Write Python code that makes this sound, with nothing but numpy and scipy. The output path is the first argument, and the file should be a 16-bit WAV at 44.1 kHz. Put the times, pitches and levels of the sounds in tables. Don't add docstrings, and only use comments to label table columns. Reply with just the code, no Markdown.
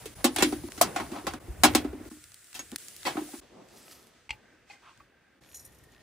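import sys
import numpy as np
from scipy import signal
from scipy.fft import rfft, irfft, next_fast_len
from scipy.io import wavfile

SR = 44100
rng = np.random.default_rng(int(sys.argv[2]) if len(sys.argv) > 2 else 0)


def waveform_to_disk(signal):
    frames = np.transpose(np.atleast_2d(signal))
    scaled = np.clip(frames, -1, 1) * 32767
    samples = np.round(scaled).astype(np.int16)
    wavfile.write(sys.argv[1], SR, samples)


def field_ratio(decibels):
    return 10 ** (np.asarray(decibels, dtype=float) / 20)


N = 265482

CUTS = [
    0.149,
    0.694,
    1.394,
    2.096,
    2.774,
    3.408,
    4.291,
    5.404,
]


def rms_one(x):
    return x / np.sqrt(np.mean(x ** 2) + 1e-20)


def in_time(rows, outside=None):
    s, *columns = np.transpose(rows)
    return [np.interp(np.arange(N) / SR, s, c, outside, outside) for c in columns]


def at_hz(points, hz):
    points = np.array(points)
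    return np.interp(np.log(hz), np.log(points[:, 0]), points[:, 1])


def band(x, low_hz, high_hz):
    return signal.sosfilt(signal.butter(2, [low_hz, min(high_hz, .45 * SR)], "band", fs=SR, output="sos"), x)


def drift(rate):
    r = np.exp(-80 * np.pi * rate / SR)
    slow = signal.lfilter([1], [1, -2 * r, r * r], rng.standard_normal(N // 40 + 2002))[2000:]
    return np.interp(np.arange(N) / 40, np.arange(len(slow)), rms_one(slow))


def grains(per_s, spread_db, size=N):
    sizes = field_ratio(spread_db * np.minimum(rng.exponential(1, size), 5)) * rng.choice([-1, 1], size)
    return rms_one(sizes * (rng.random(size) < per_s / SR))


def resonate(x, hz, width_hz):
    r = np.exp(-np.pi * width_hz / SR)
    return rms_one(signal.lfilter([1, 0, -1], [1, -2 * r * np.cos(2 * np.pi * hz / SR), r * r], x))


def grains_in(bands, per_s, flicker_db, side, size):
    out = 0
    for hz, width_hz, level_db in bands:
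        mid, apart = [resonate(grains(per_s, 1.0, size=size), hz, width_hz) for part in ("mid", "apart")]
        flicker = field_ratio(level_db + flicker_db * drift(22)[:size])
        out = out + flicker * (mid + side * apart * [[1], [-1]])
    return rms_one(out)


def mode_bank(modes, size=8000):
    hz, level_db, t60 = np.transpose(modes)[:, :, None].astype(np.float32)
    t = np.arange(size, dtype=np.float32) / SR
    decay = np.exp(np.log(10) / 20 * (level_db - 60 * t / t60))
    return decay * np.sin(2 * np.pi * hz * t)


def dense_bank(shape, count, damping=0.89):
    # frequency in Hz, t60 in seconds.
    ring_times = [(480, 0.065), (1400, 0.097), (3000, 0.12), (6000, 0.094), (15000, 0.052)]
    hz = np.sort(rng.uniform(shape[0][0], shape[-1][0], count))
    return hz, mode_bank(np.transpose([hz, at_hz(shape, hz), at_hz(ring_times, hz) / damping]))


def strike(bank, contact, side, tilt_db=0):
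    sign, spread, lean = rng.standard_normal((3, len(bank)))
    weights = np.sign(sign) * field_ratio(2 * spread + tilt_db) * (1 + side * lean * [[1], [-1]])
    sound = signal.fftconvolve(weights.astype(np.float32) @ bank, contact[None], axes=1)
    return sound / np.abs(sound.mean(axis=0)).max()


def chatter(length_ms, landing=5.2, size=2600):
    t = np.arange(size) / SR
    holds = np.exp(-(1000 * t / np.clip(length_ms, .3, 30)) ** 1.4)
    contacts = rng.standard_normal(size) * (rng.random(size) < .07)
    full_landing = landing * (np.arange(size) == round(.0015 * SR))
    return contacts * holds * np.clip(t / 0.0056, 0, 1) + full_landing


def add(out, sound, s):
    start = round(s * SR)
    later_cuts = [round(c * SR) for c in CUTS if round(c * SR) > start]
    stop = min(later_cuts + [N, start + sound.shape[-1]])
    out[:, start:stop] += sound[..., :stop - start]


def swells(rows):
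    t = np.arange(N) / SR
    take = np.searchsorted(CUTS, t)
    return sum(field_ratio(2 * db) * np.exp(-((t - s) / half_s) ** 2) * (take == np.searchsorted(CUTS, s))
               for s, db, half_s in rows)


def blows():
    # start in seconds, clang in dB, trough boom in dB, blade in dB, dullness in dB per octave.
    clinks = [(0.0552, -30.5, -49.5, -43.5, -1), (0.3612, -18.5, -35, -28, 2),
              (0.4222, -6, -12, -19.5, 2.5), (0.5224, -29, -24, -33, 2.5), (0.8123, -7, -28.5, -12, -3),
              (0.9598, -21.5, -35, -24, 3.5), (1.6338, -2.5, -14.5, -12.5, 1), (1.748, -8.5, -17, -18.5, 0),
              (2.591, -27.5, -46, -42, 1), (3.151, -51, -30, -42, 7)]
    drops = [(0.2413, -7, -14.5, -20, -1.5), (0.3835, -17.5, -27, -27, 3),
             (0.4035, -19.5, -40.5, -26.5, 3.5), (0.7758, -32, -37, -41, 1.5),
             (0.9985, -30, -32, -27.5, 4.5), (1.1154, -36, -29.5, -45, 2), (1.1805, -44, -48, -44, 7),
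             (1.2666, -20, -30, -26.5, 2.5), (1.3349, -35, -33, -36.5, 3),
             (1.6476, -9.5, -17.5, -13.5, 1.5), (3.168, -33, -28.5, -29.5, 9)]
    slides = [(1.151, -42, -39, -36, 4.5), (2.5432, -27, -51, -47.5, 0), (2.7167, -44, -39.5, -50, 6.5),
              (3.0505, -18.5, -30.5, -29, 5), (3.0639, -26, -43, -25, 3)]
    # start in seconds, boom in dB.
    bounces = [(0.6343, -32), (0.6843, -25), (1.082, -44), (1.2394, -39), (1.844, -24), (1.927, -36),
               (1.9995, -39), (2.055, -44), (2.1107, -37.5), (2.165, -50.5), (3.2087, -33), (3.33, -34.5)]
    rebounds = [(s, boom_db - 12, boom_db, boom_db - 13, 4.5) for s, boom_db in bounces]
    kinds = [(clinks, 4.6, 4.1), (drops, 8.6, 4.1), (slides, 23.8, 1.2), (rebounds, 5.2, 4.1)]
    return sorted((*row[:4], ms, landing, row[4]) for rows, ms, landing in kinds for row in rows)


def skewers():
    # frequency in Hz, level in dB per Hz.
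    sheet_shape = [(820, -34), (1400, -8.5), (2060, -3), (2310, -7.5), (2740, -6), (12900, -10),
                   (14700, -13), (16000, -15.5)]
    # frequency in Hz, level in dB.
    blade_shape = [(480, -15.5), (600, -9), (760, -1), (860, -3.5), (920, -9), (1000, -8), (1240, -8),
                   (1450, -12.5)]
    # frequency in Hz, level in dB, t60 in seconds.
    trough_modes = [(254, 1.5, 0.053), (317, 2.5, 0.058), (373, -3.5, 0.076), (220, -15.5, 0.054),
                    (234, -8.5, 0.11), (255.3, -7, .2), (282.6, -9, 0.16), (299.8, -5.5, 0.28),
                    (337, -10, 0.2), (350, -15.5, 0.24)]
    out = np.zeros((2, N))
    hz, sheet = dense_bank(sheet_shape[1:], count=900)
    blade = dense_bank(blade_shape, count=45, damping=0.84)[1]
    trough = mode_bank(trough_modes)
    for s, clang_db, boom_db, blade_db, length_ms, landing, dull_db in blows():
        contact = chatter(length_ms, landing)
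        add(out, field_ratio(clang_db - 3.0) * strike(sheet, contact, 0.68, -dull_db * np.log2(hz / 4000)), s)
        add(out, field_ratio(blade_db + 3) * strike(blade, contact, .15), s)
        add(out, field_ratio(boom_db + 4.5) * strike(trough, contact, .03), s + .003)
    thin = signal.butter(2, 185, "high", fs=SR, output="sos")
    return signal.sosfilt(np.vstack([thin, thin]), out)


def scrapes():
    # middle in seconds, peak in dB, half length in seconds.
    drags = [(.03, -54, 0.028), (.205, -50.5, 0.017), (.375, -51, .012), (.405, -37, 0.011),
             (.99, -36, 0.021), (1.05, -48, 0.017), (1.17, -43, 0.038), (1.3, -45.5, 0.038),
             (3.12, -46.5, 0.042), (3.19, -45.5, 0.017), (3.23, -55, 0.024), (3.345, -50, 0.014)]
    # frequency in Hz, width in Hz, level in dB.
    rim = [(680, 300, 1.5), (970, 150, -1.5), (1270, 400, -10), (2090, 480, -5), (3240, 1500, -7),
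           (6000, 4000, -14.5)]
    out, size = np.zeros((2, N)), round(CUTS[5] * SR)
    out[:, :size] = grains_in(rim, 1500, flicker_db=3.5, side=0.41, size=size)
    return np.sqrt(swells(drags)) * out


def rings():
    # start in seconds, level in dB, frequency in Hz, t60 in seconds.
    tones = [(0.057, -25, 432, 0.036), (0.36, -27.5, 850, 0.058), (.404, -26.5, 817, 0.065),
             (.8125, -5, 706, 0.049), (.8125, -14, 654, 0.053), (0.811, -14.5, 1070, .03),
             (.961, -22, 728, 0.094), (.985, -27, 712, 0.078), (1.48, -34, 347, 0.097),
             (1.635, -9.5, 252.4, 0.13), (1.64, -18, 303, 0.096), (1.75, -22, 752, 0.093),
             (2.593, -32, 6600, 0.091), (2.722, -26, 241, 0.063), (3.375, -43, 60.4, .15),
             (4.298, -27, 63.55, 0.079), (5.001, -49, 1135, 0.082), (5.004, -50, 1263, .04),
             (5.003, -51, 900, .04), (.346, -40, 7800, .015), (.362, -27, 9000, .02),
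             (.428, -17.5, 300, .08), (1.752, -16.5, 275, .06), (2.112, -40.5, 302.8, 0.29),
             (4.306, -48, 852, .2), (3.056, -30.5, 338, .15), (3.153, -34, 302, 0.091),
             (3.178, -27.5, 311, 0.16), (0.386, -26.5, 3400, 0.061), (.386, -32.5, 8800, 0.089),
             (0.424, -21, 7300, 0.074), (1.636, -18, 6810, 0.057), (1.642, -21.5, 10180, 0.055),
             (3.056, -31, 1990, 0.055), (3.058, -34, 770, .12), (3.062, -28, 1000, 0.06),
             (3.073, -40, 1240, 0.074), (3.172, -27, 790, .07), (3.288, -44, 750, .06),
             (4.699, -44, 807, 0.075), (4.699, -44.5, 2500, .08), (4.703, -52, 4230, .05),
             (4.707, -53, 4683, .08), (4.704, -51, 812, .05), (4.729, -59, 2480, .1),
             (4.305, -36, 3250, .04), (4.708, -46, 2130, 0.035), (4.738, -54, 810, .05)]
    out = np.zeros((2, N))
    for s, level_db, hz, t60 in tones:
        soft_start = np.clip(np.arange(8000) / SR * hz / 2, 0, 1)
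        add(out, mode_bank([(hz, level_db, t60)]) * soft_start, s)
    return out


def thumps():
    # middle in seconds, level in dB, frequency in Hz, half length in seconds.
    sways = [(1.501, -29, 56.6, 0.016), (1.605, -39.5, 78.8, 0.025), (1.677, -37, 75, 0.016),
             (1.756, -45.5, 59.7, .02), (1.895, -37.5, 68, 0.027)]
    t = np.arange(N) / SR
    return sum(field_ratio(db) * np.exp(-((t - s) / half_s) ** 2) * np.cos(2 * np.pi * hz * (t - s))
               for s, db, hz, half_s in sways)


def spits():
    # start in seconds, peak in dB, centre in Hz.
    bursts = [(0.72, -26.5, 5815), (0.7678, -33, 6270), (2.2404, -34.5, 7060), (2.3432, -28, 9040),
              (2.444, -37.5, 7500), (2.5298, -32.5, 5550), (2.7172, -28.5, 8040), (2.7576, -43, 10500),
              (2.76, -15.5, 7350), (2.7845, -30.5, 8500), (2.8838, -26.5, 7710), (2.9643, -28, 9960),
              (3.0313, -31, 3390), (3.319, -36.5, 8460), (3.6865, -45, 5860), (3.83, -44, 6000),
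              (3.881, -42, 2500), (3.912, -39, 3000), (3.93, -41, 6450), (3.98, -48, 5000),
              (4.028, -45, 6000), (1.04, -37, 7000), (3.7738, -40, 5580), (4.07, -44, 7360),
              (4.9754, -47, 5460), (0.3618, -13.5, 8000), (0.3837, -19, 4000), (1.3366, -27.5, 4470),
              (1.6351, -8, 6000), (0.8131, -9, 7500), (2.053, -41, 3000), (1.737, -29.5, 3005),
              (2.5435, -30, 6000), (1.6485, -12, 11000), (2.319, -39.5, 4500), (2.392, -47, 6000),
              (2.47, -44, 6500), (2.512, -49, 5500)]
    out, t = np.zeros((2, N)), np.arange(900) / SR
    for s, peak_db, centre_hz in bursts:
        fading = np.exp(-t / 0.0014) + 0.12 * np.exp(-t / 0.0041)
        mid, side = rng.standard_normal((2, len(t))) * fading
        snap = band(mid + 0.47 * side * [[1], [-1]], centre_hz / 4.0, min(centre_hz * 1.6, 15800))
        add(out, field_ratio(peak_db - 3.0) * snap / np.abs(snap.mean(axis=0)).max(), s)
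    return out


def herbs():
    # time in seconds, level in dB.
    sliding = [(3.64, -73), (3.792, -55.5), (3.882, -56.5), (3.924, -50), (4.06, -68.5), (4.07, -62),
               (4.088, -69), (4.14, -79)]
    # frequency in Hz, width in Hz, level in dB.
    colour = [(2280, 1400, -4), (5080, 2300, 2.5), (7740, 690, -5), (8800, 4100, -6), (11600, 1700, 2),
              (14000, 1600, -17)]
    out, start, stop = np.zeros((2, N)), round(sliding[0][0] * SR), round(sliding[-1][0] * SR)
    level = field_ratio(in_time(sliding, -120)[0] - 1.0)[start:stop]
    add(out, level * grains_in(colour, 5000, flicker_db=3.0, side=0.11, size=len(level)), start / SR)
    return out


def jar():
    # start in seconds, peak in dB, low mode in dB, contact in ms.
    taps = [
        (4.2914, -32, -46, 2.2),
        (4.3048, -20, -39, 0.63),
        (4.326, -40, -52, 17),
    ]
    # frequency in Hz, level in dB, t60 in seconds.
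    low_modes = [(823, -7, 0.066), (902, -3, 0.046), (1190, -18, 0.027)]
    high_modes = [(2116, 4, 0.041), (2270, 7, 0.022), (2380, -7, 0.058), (2790, -3, 0.074),
                  (2600, 7.5, 0.015), (2920, -1, 0.024), (3320, -5, 0.025), (4270, -13.5, 0.086),
                  (4890, -14, 0.057), (8000, -5.5, 0.011)]
    lip_modes = [(818, -5.5, 0.072), (2090, 4, 0.05), (2484, -1, .05), (2570, -5, 0.031), (3165, -8, 0.037),
                 (4160, -11, 0.055), (4683, -12.5, 0.048), (5300, -23, .04)]
    # frequency in Hz, level in dB.
    wall_shape = [(600, -32), (2200, 10), (3300, 3), (5000, -2), (8000, -3), (15000, -41)]
    # start in seconds, peak in dB, contact in ms, dullness in dB per octave.
    grates = [
        (4.698, -51, 10, -2.5),
        (4.705, -45, 7, -1),
        (4.722, -48, 25, 2),
        (4.745, -49.5, 29, 2),
        (4.999, -54, 12.3, 0),
    ]
    # time in seconds, level in dB.
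    paste = [(4.82, -70.5), (4.856, -61), (4.898, -58), (4.94, -74)]
    out, low, high = np.zeros((2, N)), mode_bank(low_modes), mode_bank(high_modes)
    wall = dense_bank(wall_shape, count=100, damping=2.6)[1]
    for s, peak_db, low_db, length_ms in taps:
        contact = chatter(length_ms)
        add(out, field_ratio(peak_db + 0.5) * strike(high, contact, .1), s)
        add(out, field_ratio(low_db + 3.5) * strike(low, contact, 0.15), s)
        add(out, field_ratio(peak_db - 7.5) * strike(wall, contact, 0.45), s)
    lip, octaves = mode_bank(lip_modes), np.log2(np.array(lip_modes)[:, 0] / 2000)
    for s, peak_db, length_ms, dull_db in grates:
        add(out, field_ratio(peak_db) * strike(lip, chatter(length_ms, landing=0.53), .1, -dull_db * octaves), s)
    slips = grains(1300, spread_db=0.0)
    drag = rms_one(rms_one(band(slips, 890, 1400)) + 0.53 * rms_one(band(slips, 1600, 3000)))
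    return out + field_ratio(in_time(paste, -120)[0] + 4.5) * drag


def onion():
    # time in seconds, level in dB.
    pour = [(5.41, -77), (5.5, -69), (5.606, -59.5), (5.672, -67), (5.69, -76), (5.86, -82), (6.02, -90)]
    # start in seconds, level in dB, t60 in seconds.
    heaps = [(5.488, -63, 0.11), (5.52, -57, 0.067), (5.543, -42.5, 0.14), (5.566, -49, .08),
             (5.593, -43.5, 0.051), (5.648, -48, 0.095), (5.72, -63, 0.079), (5.745, -60.5, 0.055),
             (5.784, -55, 0.039), (5.835, -54, 0.047), (5.918, -63, 0.064)]
    # frequency in Hz, width in Hz, level in dB.
    dish = [(4070, 30, -11), (5460, 250, -6), (5800, 110, -3.5), (6790, 79, 0), (8110, 64, -2),
            (9570, 47, -2), (10370, 480, -6), (11500, 330, 0.5), (11720, 440, 1), (12200, 200, -4),
            (13560, 100, -16), (14300, 150, -20)]
    # start in seconds, peak in dB.
    patter = [(5.4203, -52), (5.4364, -45), (5.473, -55), (5.4887, -49), (5.515, -47), (5.531, -47),
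              (5.544, -46), (5.558, -47), (5.7246, -59), (5.7406, -59), (5.8006, -58), (5.853, -57.5),
              (5.447, -47), (5.936, -52), (5.948, -47.5), (5.964, -47), (5.461, -52), (5.502, -52),
              (5.98, -52)]
    out, start = np.zeros((2, N)), round(CUTS[-1] * SR)
    t = np.arange(start, N) / SR
    flow = field_ratio(in_time(pour, -120)[0] + 3.5)[start:]
    for s, level_db, t60 in heaps:
        flow = flow + np.clip((t - s) / .004, 0, 1) * field_ratio(level_db - 60 * np.abs(t - s) / t60)
    add(out, flow * grains_in(dish, 1400, flicker_db=2.5, side=0.25, size=len(t)), start / SR)
    dying = np.exp(-np.arange(400) / SR / .002)
    for s, peak_db in patter:
        tick = band(rng.standard_normal(size=400) * dying, 1430, 4200)
        add(out, field_ratio(peak_db - 2.0) * tick[None] / np.abs(tick).max(), s)
    return out


def rattle():
    out, t = np.zeros((1, N)), np.arange(SR // 2) / SR
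    rise_s, t60_s, follows = 0.021, 0.5, 0.89
    shape = (1 - np.exp(-t / rise_s)) * field_ratio(-120 * t / t60_s)
    for s, clang_db, boom_db, blade_db, *rest in blows():
        add(out, field_ratio(2 * follows * (blade_db + 25.5)) * shape, s)
    return out[0]


def air_levels():
    # breeze in dB, yard in dB, distant whirr in dB.
    takes = [(-56.5, -54.5, -63.5), (-59, -55, -64), (-58, -49.5, -65), (-55.5, -49.5, -61.5),
             (-75.5, -70, -67.5), (-73, -61, -85), (-71.5, -75, -69.5), (-74, -66, -70),
             (-65, -60.5, -71.5)]
    # middle in seconds, peak in dB, half length in seconds.
    gusts = [(0.0, -48, 0.038), (.2, -50.5, 0.12), (.48, -46, 0.072), (.6, -46.5, 0.19),
             (.846, -48.5, 0.052), (1.03, -51.5, 0.085), (1.31, -45, 0.033), (1.498, -50.5, 0.061),
             (1.72, -40, 0.088), (1.9, -52.5, 0.076), (2.09, -51.5, 0.038), (2.2, -62, 0.1),
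             (2.59, -63, 0.042), (2.76, -59, 0.066), (2.92, -68, 0.074), (3.15, -58, 0.091),
             (3.41, -64, 0.066), (4.32, -58, 0.034), (5.01, -66, 0.039), (5.74, -62, 0.12)]
    shuffles = [(3.41, -52, 0.04), (3.588, -48.5, 0.052), (3.75, -55, .03), (3.85, -57, 0.24),
                (4.36, -62, 0.19), (5.5, -74.5, 0.11)]
    clatter = [(3.1, -52.5, 0.038), (1.36, -58.5, .02), (4.5, -69.5, 0.082)]
    leaf_stirs = [(4.72, -59, 0.026), (4.89, -67, 0.1), (5.44, -67.5, 0.026), (5.7, -71, 0.2),
                  (5.93, -72, 0.032), (6.01, -68, 0.013)]
    # time in seconds, level in dB.
    sizzling = [(0, -54.5), (.28, -57), (.47, -43), (.6, -54.5), (.76, -51), (1.2, -54), (1.33, -60.5),
                (1.9, -76), (2.1, -55.5), (2.4, -60), (2.58, -56.5), (2.765, -58.5), (2.78, -50),
                (3.4, -50.5), (3.41, -66.5), (4.3, -70), (4.53, -75.5), (6.02, -87.5)]
    breeze, yard, whirr = field_ratio(2 * np.transpose(takes))[:, np.searchsorted(CUTS, np.arange(N) / SR)]
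    shaken = rattle()
    power = [breeze + swells(gusts),
             yard + swells(shuffles) + field_ratio(2 * -40) * shaken,
             whirr + swells(clatter) + field_ratio(2 * -52.5) * shaken,
             field_ratio(2 * in_time(sizzling)[0]) + swells(leaf_stirs)]
    return 10 * np.log10(power)


def background():
    # frequency in Hz, level in dB per Hz.
    breeze = [(25, -23), (45, -6.5), (60, -2.5), (90, -7), (140, -6), (200, -39)]
    yard = [(76, -42.5), (130, -3.5), (345, -0.5), (473, -4), (812, -7), (1200, -13), (1560, -41.5),
            (2640, -120)]
    whirr = [(590, -38.5), (1000, -15), (1580, 2.5), (2700, -7.5), (6300, -25.5), (7000, -38),
             (9100, -59.5), (15400, -120)]
    sizzle = [(880, -31), (1500, -3.5), (1760, -8), (2140, 3), (2370, -7), (10000, -6), (14900, -11.5),
              (16000, -12)]
    rustle = [(2000, -6.5), (3300, -7), (5400, -11), (7000, -8.5), (7600, -19.5), (16000, -30.5)]
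    # frequency in Hz, likeness from 0 to 1.
    likeness = [(40, .85), (180, 1), (550, 0.57), (1650, 1), (5000, 0.2), (15000, 0.18)]
    # time in seconds, frequency in Hz, dB against the whirr.
    whine = [(0, 1567, -10), (2.2, 1412, -6.5), (3.4, 1520, -22), (3.9, 1291, 0), (4.28, 1300, -15.5),
             (4.3, 1559, -1.5), (5.4, 1582, -2), (5.41, 1850, -0.5), (6.02, 1850, 2.5)]
    # share added at 7-9 kHz, share added at 10-11 kHz.
    crests = [(0.044, 0.2), (0, 0.97), (0.02, .3), (0.22, 0.01), (0.5, 0.1), (0.13, 0.2), (0, 0.1),
              (0.067, 0), (0, 0.3)]
    breeze_db, yard_db, whirr_db, hiss_db = air_levels()
    t = np.arange(N) / SR
    at_grill = t < CUTS[5]
    edges = np.append(25 * 2 ** np.arange(0, 9, .4), 16500)
    centres, widths = np.sqrt(edges[1:] * edges[:-1]), np.diff(edges)
    layers = [(breeze, 30, 130), (yard, 250, 1000), (whirr, 1200, 2800),
              (sizzle, 4000, 15000), (rustle, 4000, 15000)]
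    power = np.array([field_ratio(2 * at_hz(shape, centres)) * widths for shape, low, high in layers])
    power /= [[p[(centres > low) & (centres < high)].sum()] for p, (shape, low, high) in zip(power, layers)]
    white = rng.standard_normal((2, 2, N))
    bursts = grains(4000 * field_ratio(3.3 * drift(14)), spread_db=5.0)
    sources = [np.vstack([noise, bursts]) for noise in white]
    together, out = drift(6.6), 0
    smooth_layers = field_ratio(2 * np.array([breeze_db, yard_db - 3.5, whirr_db + 0.5]))
    for k, hz in enumerate(centres):
        mid, side, fizz = band(sources[k % 2], edges[k], edges[k + 1]) * np.sqrt(SR / 2 / widths[k])
        alike = np.clip(at_hz(likeness, hz), 0, .99)
        hiss = np.sqrt(np.where(at_grill, power[3, k], power[4, k])) * field_ratio(hiss_db + 0.71 * together)
        gain = np.sqrt(power[:3, k] @ smooth_layers + (0.78 * hiss) ** 2) * field_ratio(0.64 * drift(4.4))
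        wide = np.sqrt((1 - alike) / (1 + alike)) * side * [[1], [-1]]
        out = out + gain * (mid + wide) + 0.17 * hiss * fizz
    whine_hz, whine_db = in_time(whine)
    tone = np.sin(2 * np.pi * np.cumsum(whine_hz) / SR) * np.sqrt(2)
    out += field_ratio(whirr_db + whine_db) * drift(45) * tone
    low_crest, high_crest = np.transpose(crests)[:, np.searchsorted(CUTS, t)]
    out += low_crest * band(out, 6800, 9500) + high_crest * band(out, 9200, 11000)
    return signal.sosfilt(signal.ellip(8, 1, 35, 15600, fs=SR, output="sos"), out)


def scene():
    grip = [0, 0, .1, .8, 0.64, .2, .1, 0, 0]
    t = np.arange(N) / SR
    joins = np.prod([np.clip(0.1 + np.abs(t - c) / 0.011, 0, 1) for c in CUTS], axis=0)
    mix = joins * (background() + skewers() + onion())
    mix = mix + jar() + spits() + herbs() + rings() + thumps() + scrapes()
    return mix - np.clip(grip, 0, 1)[np.searchsorted(CUTS, t)] * band(mix, 11600, 12700)


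def ports(x):
    # frequency in Hz, level in dB.
    port_db = [(99, 0.5), (270, 0), (450, 0), (740, 4), (1220, -3), (2010, 0.0), (9080, 0), (15000, 0)]
    # frequency in Hz, phase in radians.
    port_lead = [(0, 0.5), (380, 0.2), (860, -1.42), (1290, 0.0), (4130, -0.0), (8960, -1), (9990, 1),
                 (15700, -1), (16200, -5)]
    # frequency in Hz, level in dB.
    mic = [(6000, 0), (8800, 1.5), (10800, -0.5), (11700, -1.5), (12150, -4), (12700, -2), (14900, 1),
           (16500, -0.5)]
    size = next_fast_len(N + 4096)
    hz = np.arange(size // 2 + 1) * SR / size + 1
    half = field_ratio(at_hz(port_db, hz) / 2) * np.exp(.5j * np.interp(hz, *np.transpose(port_lead)))
    return irfft(rfft(x, size) * field_ratio(at_hz(mic, hz)) * [half, 1 / half], size)[:, :N]


def low_pass(x):
    return signal.sosfilt(signal.butter(12, 16650, fs=SR, output="sos"), x)


def record(dry):
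    x = signal.sosfilt(signal.butter(2, 42, "high", fs=SR, output="sos"), ports(dry))
    soft = 1.2 * np.tanh(x / 1.2)
    x = signal.sosfilt(signal.cheby2(12, 60, 16750, fs=SR, output="sos"), soft)
    return low_pass(x)


dry = scene()
out = record(dry)
waveform_to_disk(out)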